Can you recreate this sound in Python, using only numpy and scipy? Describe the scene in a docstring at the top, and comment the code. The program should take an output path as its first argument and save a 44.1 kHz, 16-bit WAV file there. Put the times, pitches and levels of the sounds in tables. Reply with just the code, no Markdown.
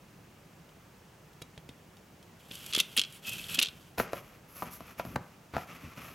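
"""A foil-backed blister pack lies on ribbed cloth, close to a hand-held camera in a quiet room.
Fingers press it: a few lone snaps, then from 2.7 s its plastic domes buckle and spring back in bursts,
while the torn foil creaks and the sheet drags on the cloth.
From 4 s a hand shifts its grip on the camera, with dull knocks and a fine rubbing hiss."""
import sys
import numpy as np
from scipy import signal
from scipy.fft import rfft, irfft, next_fast_len
from scipy.io import wavfile
from scipy.ndimage import map_coordinates

SR = 44100
rng = np.random.default_rng(int(sys.argv[2]) if len(sys.argv) > 2 else 0)


def dump(signal):
    """Clip the signal to [-1, 1] and save it as 16-bit WAV at the path in sys.argv[1]."""
    limited = np.clip(np.atleast_2d(signal).T, -1, 1)
    pcm = np.round(limited * 32767).astype(np.int16)
    wavfile.write(sys.argv[1], SR, pcm)


N = 270930

# The featured snaps of the domes: start_s, level_db, treble_db
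SNAPS = [(0.6913, -47.5, -24), (1.3324, -48, -3), (1.42, -30.5, -12), (1.577, -34.5, -24),
         (1.69, -34.5, -18), (1.9687, -43, -12), (2.227, -42, -10), (2.5115, -31, -37), (2.5531, -27, -3),
         (2.6626, -23, 2), (2.734, -15.5, -20.5), (2.7489, -10, -18.5), (2.7626, -13, -17),
         (2.7887, -15, -16), (2.8001, -6.5, -14), (2.803, -12.5, -24), (2.9754, -7, -19.5),
         (2.9832, -12, -15), (2.9938, -8, -21.5), (3.0147, -15, -23), (3.0359, -22, -28),
         (3.0488, -26.5, -32), (3.1238, -33.5, 1), (3.267, -26, -1.5), (3.293, -19.5, 5), (3.3323, -25, 7),
         (3.4405, -30, -25), (3.5455, -16.5, 6), (3.587, -14.5, -27), (3.5899, -6.5, -25),
         (3.599, -17, -15), (3.6144, -13, -39), (3.6222, -14, -21), (3.6272, -6, -7.5), (3.633, -12.5, -38),
         (3.6473, -21, -37)]
# Bright crack of the sheet: freq_hz, gain_db
SHEET_EQ = [(500, -58), (1200, -17.5), (1900, -19.5), (2600, -3.5), (3250, 0), (3900, -6), (5000, -10),
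            (7200, -14.5), (9200, -20.5), (10800, -15.5), (12100, -19), (13000, -34), (16000, -42.5)]
# Ring of a plastic dome: pitch_hz, level_db, t60_s
DOME_MODES = [(2580, -6.5, 0.039), (3350, -2, 0.009), (3370, 13.5, 0.033), (4170, 10.5, 0.012),
              (5230, -28, 0.036), (8040, -13, 0.014), (11200, -22, .02)]
# Soft thud of the cushion under the pack: freq_hz, gain_db
THUD_EQ = [(25, -34), (80, -4.5), (250, 7.5), (500, 2), (1000, -12.5), (2400, -5.5), (5000, -34)]
def snaps():
    """Each dome cracks and rings at its own pitch, with three quieter repeats of the snap scattered just before
    and after it."""
    out, t = np.zeros(N), np.arange(SR // 10) / SR
    for start_s, level_db, treble_db in list(SNAPS) + lesser_snaps():
        crack = peak(coloured(blow(t, scatter=0.87, t60_s=0.017), SHEET_EQ))
        dome = 0.41 * ring(DOME_MODES, pitch_ratio=np.exp(0.064 * rng.standard_normal()))
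        thud = amp(-31) * peak(coloured(blow(t, scatter=3.4, t60_s=0.073), THUD_EQ))
        snap = rebalance(crack + dome + thud, 6660, "highpass", treble_db + 7.5)
        snap = amp(level_db - 1.5) * peak(snap)
        add(out, start_s + .001, snap)
        for when, softness in rng.random((3, 2)):
            add(out, start_s - .003 + .014 * when, amp(-11.5 - 8.9 * softness) * snap)
    return out


# Flurries of crackle between the featured snaps: start_s, length_s, first_db, last_db
BURSTS = [(2.723, 0.079, -20.5, -18.5), (2.982, 0.026, -12, -26), (3.538, 0.048, -25, -28),
          (3.649, 0.04, -22, -24.5)]
def lesser_snaps(mean_gap_s=0.012, treble_db=-33):
    """Small snaps follow one another unevenly as the sheet bends or springs back; rows as in SNAPS."""
    rows = []
    for start_s, length_s, first_db, last_db in BURSTS:
        for k, (when, size, colour) in enumerate(rng.random((16, 3))):
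            delay_s = (k + when) * mean_gap_s
            if delay_s < length_s:
                level_db = first_db + (last_db - first_db) * delay_s / length_s + 6 * (size - .5)
                rows.append((start_s + delay_s, level_db, treble_db + 16 * (colour - .5)))
    return rows


# Low weight under the snaps: start_s, level_db, pitch_hz
BUMPS = [(1.419, -31.5, 151), (1.5772, -33.5, 146), (1.691, -34, 134), (2.511, -36, 250), (2.776, -25, 410),
         (2.984, -31.5, 270), (3.583, -27, 260)]
def bumps():
    """The cushion takes the sheet's push and rocks for a few cycles."""
    out, t = np.zeros(N), np.arange(SR // 10) / SR
    for start_s, level_db, pitch_hz in BUMPS:
        rock = np.sin(2 * np.pi * pitch_hz * t) * np.exp(-pitch_hz * t / 0.79)
        thud = peak(coloured(blow(t, scatter=0.7, t60_s=0.022), THUD_EQ))
        add(out, start_s, amp(level_db) * peak(.7 * rock + thud))
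    return out


# Short creaks of the foil: start_s, length_s, level_db
CREAKS = [(2.777, 0.014, -36.5), (2.9645, 0.012, -28.5), (3.124, 0.066, -54.5), (3.597, 0.0056, -27.5)]
# Thin tone of creasing foil: freq_hz, gain_db
FOIL_EQ = [(1000, -21), (3200, 1), (5500, -23), (8500, -7), (11000, -5.5), (13000, -14), (16000, -15)]
def creaks():
    """Creases in the foil give way in a quick run of slips."""
    return strokes(CREAKS) * friction(FOIL_EQ, slips_per_s=7000, spread_db=0.5)


# Slides of the pack on the cloth: start_s, length_s, level_db, swell_db
DRAGS = [(2.384, 0.11, -61, 9), (2.503, 0.21, -47.5, 4.5), (2.82, 0.14, -54, 5), (3.044, 0.14, -56, -2),
         (3.214, 0.072, -49, 21.5), (3.304, 0.18, -45, -1.5), (3.482, 0.071, -40, 4),
         (3.67, 0.23, -60.5, -7)]
# Dry rasp of pack on cloth: freq_hz, gain_db
CLOTH_EQ = [(350, -45), (600, -12), (881, -20), (1450, -11), (1880, -15), (2500, -7.5), (3210, -0.5),
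            (3890, -11), (4400, -10.5), (4780, -12), (10900, -17.5), (11800, -12), (16000, -25)]
# Ticking foil edge: pitch_hz, level_db, t60_s
EDGE_MODES = [(7710, 1, 0.011), (9830, -5.5, 0.02), (11460, -2, 0.017), (13200, 1, 0.014)]
def drags():
    """The pack rasps and ticks over the cloth's ribs in fits, and the cushion rumbles below."""
    drag = sum(slide(*row, attack_s=0.014, release_s=0.022) for row in DRAGS)
    rasp = amp(-2.5 + 1.6 * wobble(70)) * friction(CLOTH_EQ, slips_per_s=1700, spread_db=0)
    ticks = resonant(friction(FOIL_EQ, slips_per_s=220, spread_db=3.5), EDGE_MODES, ring_db=6)
    cushion = friction(RUMBLE_EQ, slips_per_s=1700, spread_db=0.5)
    return drag * (rasp + amp(-12) * ticks + amp(-10.5) * cushion)


# Flutters of the foil flap during fast drags: start_s, length_s, level_db, swell_db
FLUTTERS = [(3.243, 0.05, -44, 13), (3.319, 0.093, -47, -2), (3.48, 0.078, -49, 9)]
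# Ring of the loose foil flap: pitch_hz, level_db, t60_s
FLAP_MODES = [(2580, 6, 0.026), (2800, -3, .022), (3180, -3, 0.021), (8200, -14, .008), (11800, -11, .012),
              (13000, -3, .008)]
def flutters():
    """The loose foil flap flutters and rings as the pack slides quickly over the cloth."""
    fast_drag = sum(slide(*row, attack_s=0.011, release_s=0.023) for row in FLUTTERS)
    flutter = amp(1.8 * wobble(50))
    scrape = friction(CLOTH_EQ, slips_per_s=790, spread_db=1.5)
    return fast_drag * flutter * resonant(scrape, FLAP_MODES, ring_db=11)


# Finger hits on the camera's case: start_s, level_db, pitch_hz, bass_db, click_db
KNOCKS = [(3.981, -20, 450, -8, 0), (3.998, -12.5, 1270, -14, -4.5), (4.0, -19, 520, -2, -25),
          (4.131, -20.5, 550, -21, -13.5), (4.621, -22.5, 1194, -11, -20), (4.626, -24.5, 530, -4, -30),
          (4.805, -30.5, 1160, -1, -32), (4.996, -19, 1010, -19, -10.5), (5.05, -29.5, 303, 6, -35),
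          (5.157, -20, 1560, -5, -16), (5.16, -17.5, 550, 4, -29), (5.536, -29.5, 400, 5, -22),
          (5.565, -14, 724, -6, -12), (5.58, -24.5, 740, -18, -10)]
# Dull body of the case: freq_hz, gain_db
CASE_EQ = [(30, -1), (120, 11), (600, 3), (1300, 3), (2500, -7.5), (5000, -15.5), (9000, -39), (12000, -44),
           (16000, -26)]
# Hollow ring of the shell: pitch_hz, level_db, t60_s
SHELL_MODES = [(678, 7.5, 0.023), (1010, 2, 0.018), (1336, 1.5, 0.022), (1790, -4.5, 0.0095),
               (2490, -11.5, 0.036)]
# Low boom of the camera: pitch_hz, level_db, t60_s
BOOM_MODES = [(112, -8, 0.071), (169, -1, 0.076), (224, -0.5, 0.047)]
def knocks(spot_t60_s=0.015):
    """Fingers land on the case: a dull push, a few damped cycles at the spot, the shell and a boom."""
    out, t = np.zeros(N), np.arange(SR // 10) / SR
    for start_s, level_db, pitch_hz, bass_db, click_db in KNOCKS:
        push = peak(coloured(blow(t, scatter=0.88, t60_s=0.037), CASE_EQ))
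        spot = np.sin(2 * np.pi * pitch_hz * t) * amp(-60 * t / spot_t60_s)
        knock = 0.7 * push + 0.59 * spot + 0.62 * ring(SHELL_MODES) + amp(-12.5) * ring(BOOM_MODES)
        knock = rebalance(knock, 380, "lowpass", bass_db)
        knock = rebalance(knock, 2200, "highpass", click_db - 6.5)
        add(out, start_s + .0017, amp(level_db) * peak(knock))
    return out


# Rubs of skin on the case: start_s, length_s, scuff_db, hiss_db
RUBS = [(3.974, 0.017, -33, -35.5), (4.01, 0.083, -50, -79), (4.111, 0.077, -48, -54.5),
        (4.223, 0.13, -58, -68), (4.474, 0.066, -63, -60.5), (4.547, 0.09, -51, -51.5),
        (4.646, 0.032, -48.5, -58), (4.703, 0.057, -55, -49.5), (4.786, 0.053, -55.5, -68),
        (4.848, 0.068, -51, -62), (4.971, 0.023, -43, -51.5), (5.033, 0.11, -53.5, -60.5),
        (5.197, 0.14, -63, -75), (5.524, 0.1, -46, -60.5), (5.662, 0.069, -50.5, -62.5),
        (5.733, 0.032, -45.5, -62.5), (5.793, 0.14, -52, -68), (5.955, 0.11, -46, -57.5),
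        (6.061, 0.08, -53.5, -62)]
# Midrange scuff of a rub: freq_hz, gain_db
SCUFF_EQ = [(60, -19.5), (170, 1), (350, -10.5), (650, -5), (900, -6.5), (1350, -3), (1700, -8.5),
            (2600, -5.5), (4000, -19.5), (6200, -18.5), (9000, -30), (12000, -35)]
# Fine hiss of skin: freq_hz, gain_db
SKIN_EQ = [(3000, -16), (6000, -7), (9000, -17), (11500, 2.5), (13500, -5), (16000, -15)]
# Heavy drags of the palm: start_s, length_s, level_db
PALM_DRAGS = [(4.63, 0.073, -51), (5.04, 0.2, -45.5), (5.158, 0.015, -38), (5.83, 0.068, -47.5)]
def grip(attack_s=0.023, release_s=0.021):
    """Skin rubs the case: a hollow scuff, a fine hiss on top, and the palm's low drag."""
    press = sum(slide(s, length, db, 0, attack_s, release_s) for s, length, db, _ in RUBS)
    glide = sum(slide(s, length, db, 0, attack_s, release_s) for s, length, _, db in RUBS)
    scuff = press * amp(-2 + 1.2 * wobble(40))
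    scuff *= resonant(friction(SCUFF_EQ, slips_per_s=1400, spread_db=2), SHELL_MODES, ring_db=-8)
    hiss = glide * amp(1.2 * wobble(30)) * friction(SKIN_EQ, slips_per_s=9000, spread_db=6.5)
    palm = strokes(PALM_DRAGS) + amp(-10.5) * press
    palm *= resonant(friction(RUMBLE_EQ, slips_per_s=1100, spread_db=-2), BOOM_MODES, ring_db=2)
    return scuff + hiss + palm


# Brief, grainy skids: start_s, length_s, level_db
SKIDS = [(3.976, 0.045, -35.5), (4.165, 0.033, -59), (5.157, 0.0089, -28.5), (5.536, 0.031, -39)]
def skids():
    """Skin skids over the case in slips of very uneven size."""
    return strokes(SKIDS) * friction(CASE_EQ, slips_per_s=4300, spread_db=8.5)


# Low rumble, also the weight of cushion and palm: freq_hz, gain_db
RUMBLE_EQ = [(20, -15), (45, -5.5), (90, -3), (165, 2), (250, -7.5), (400, -10.5), (800, -25),
             (2000, -69.5)]
# Room tone and hiss: freq_hz, gain_db
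AIR_EQ = [(100, -12), (300, -2), (650, -2.5), (1200, -5.5), (2000, -9), (2700, -9.5), (3800, -16),
          (6500, -16), (9000, -21), (16000, -21)]
def background():
    """Low unsteady rumble under an even hiss."""
    rumble = amp(-58.5 + wobble(11)) * unit(coloured(rng.standard_normal(N), RUMBLE_EQ))
    hiss = amp(-60.5) * unit(coloured(rng.standard_normal(N), AIR_EQ))
    return rumble + hiss


# Decay of the room: freq_hz, t60_s
ROOM_DECAY = [(200, 0.31), (1400, 0.47), (3500, 0.22), (10000, 0.14)]
def room(x):
    """The furnished room's short answer, each frequency dying at its own speed."""
    hz, t, noise = signal.stft(rng.standard_normal(SR // 3), SR, nperseg=256)
    decay = amp(-60 * t / along(ROOM_DECAY, hz)[:, None])
    tail = signal.istft(noise * decay, SR, nperseg=256)[1]
    delayed_tail = np.pad(tail / np.linalg.norm(tail), (SR // 300, 0))
    return signal.fftconvolve(x, delayed_tail)[:N]


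# Stereo width, the side signal between the two microphone ports: freq_hz, gain_db
WIDTH_EQ = [(30, -36), (130, -32), (300, -17.5), (1200, -14.5), (5000, -16), (12000, -21)]
def placed(x, pan_db, side_db):
    """Near mono: a reflection off the hand reaches the two ports differently, hardly so in the bass."""
    reflection = np.pad(x, (SR // 200, 0))[:N]
    side = amp(side_db) * coloured(reflection, WIDTH_EQ)
    return np.array([x + side, x - side]) * amp([[pan_db / 2], [-pan_db / 2]])


def blow(t, scatter, t60_s):
    """One sharp push; the waves it sends out come back from the edges a moment later and die away."""
    swell = 1 - np.exp(-t / 0.00098)
    echoes = unit(rng.standard_normal(len(t)) * swell * amp(-60 * t / t60_s))
    return (t == 0) + scatter * echoes / np.sqrt(len(t))


def ring(modes, pitch_ratio=1):
    """Damped modes, struck at new strengths each time."""
    out, t = np.zeros(SR // 10), np.arange(SR // 10) / SR
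    for pitch_hz, level_db, t60_s in modes:
        decay = amp(level_db + rng.normal(0, 1.9) - 60 * t / t60_s)
        out += decay * np.sin(2 * np.pi * (pitch_hz * pitch_ratio * t + rng.random()))
    return peak(out)


def friction(eq, slips_per_s, spread_db):
    """Tiny slips at random moments, heard through a body's colour; rms 1."""
    slips = (rng.random(N) < slips_per_s / SR) * rng.choice([-1, 1], N)
    sizes = amp(spread_db * np.minimum(rng.standard_normal(N), 2))
    return unit(coloured(slips * sizes, eq))


def resonant(x, modes, ring_db):
    """Friction noise together with the modes it keeps shaking; rms 1."""
    return unit(x + amp(ring_db) * unit(signal.fftconvolve(x, ring(modes))[:N]))


def slide(start_s, length_s, level_db, swell_db, attack_s, release_s):
    """Envelope of one sliding contact: it takes hold, swells or eases evenly in dB, and dies away."""
    t = np.arange(N) / SR - start_s
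    hold = amp(level_db + swell_db * (np.clip(t / length_s, 0, 1) - .5))
    return np.clip(t / attack_s, 0, 1) * hold * np.exp(-np.maximum(t - length_s, 0) / release_s)


def strokes(rows):
    """Envelope of short rubs that start quickly and ease off."""
    t = np.arange(N) / SR
    return sum(amp(level_db) * np.interp((t - start_s) / length_s, [0, .15, .65, 1], [0, 1, 1, 0])
               for start_s, length_s, level_db in rows)


def wobble(rate_hz):
    """A smooth random curve with rate_hz knots a second."""
    knots = rng.standard_normal(int(N * rate_hz / SR) + 4)
    return map_coordinates(knots, [np.arange(N) * rate_hz / SR])


def coloured(x, eq, size=4096):
    """x through a minimum-phase EQ, which keeps attacks sharp."""
    gain_db = np.maximum(along(eq, np.fft.rfftfreq(size, 1 / SR)), -90)
    cepstrum = irfft(np.log(amp(gain_db)))
    cepstrum[1:size // 2] *= 2
    cepstrum[size // 2 + 1:] = 0
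    return signal.fftconvolve(x, irfft(np.exp(rfft(cepstrum))))[:len(x)]


def rebalance(x, edge_hz, kind, share_db):
    """x with the part beyond edge_hz set to a level relative to the rest."""
    part = signal.sosfiltfilt(signal.butter(2, edge_hz, kind, fs=SR, output="sos"), x, padtype=None)
    rest = x - part
    return rest + unit(part) * np.std(rest) * amp(share_db)


def along(points, hz):
    """Read a curve of (freq_hz, value) points on a log frequency axis."""
    freqs, values = np.transpose(points)
    return np.interp(np.log(hz + 1), np.log(freqs), values)


def add(track, start_s, sound):
    """Mix a sound into a track."""
    span = track[round(start_s * SR):][:len(sound)]
    span += sound[:len(span)]


def amp(db):
    return 10 ** (np.asarray(db) / 20)


def unit(x):
    return x / np.sqrt(np.mean(x ** 2) + 1e-20)


def peak(x):
    return x / np.abs(x).max()


def scene():
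    """The pack and the hand on the camera, each with a little room, over the background."""
    bed = placed(background(), pan_db=-0.2, side_db=8)
    hand = knocks() + grip() + skids()
    hand += amp(-14) * room(hand)
    pack = bumps() + drags() + flutters() + creaks() + snaps()
    pack += amp(-17) * room(pack)
    return placed(pack, pan_db=-0.5, side_db=-3) + placed(hand, pan_db=0.76, side_db=0) + bed


def record(dry, low_cut_hz=42, top_hz=16000):
    """The camera thins the deepest bass and keeps nothing above its band limit."""
    size = next_fast_len(N + SR // 2)
    thinned = signal.sosfilt(signal.butter(2, low_cut_hz, "highpass", fs=SR, output="sos"), dry)
    in_band = np.fft.rfftfreq(size, 1 / SR) < top_hz
    return irfft(rfft(thinned, size) * in_band, size)[:, :N]


dry = scene()
out = record(dry)
dump(out)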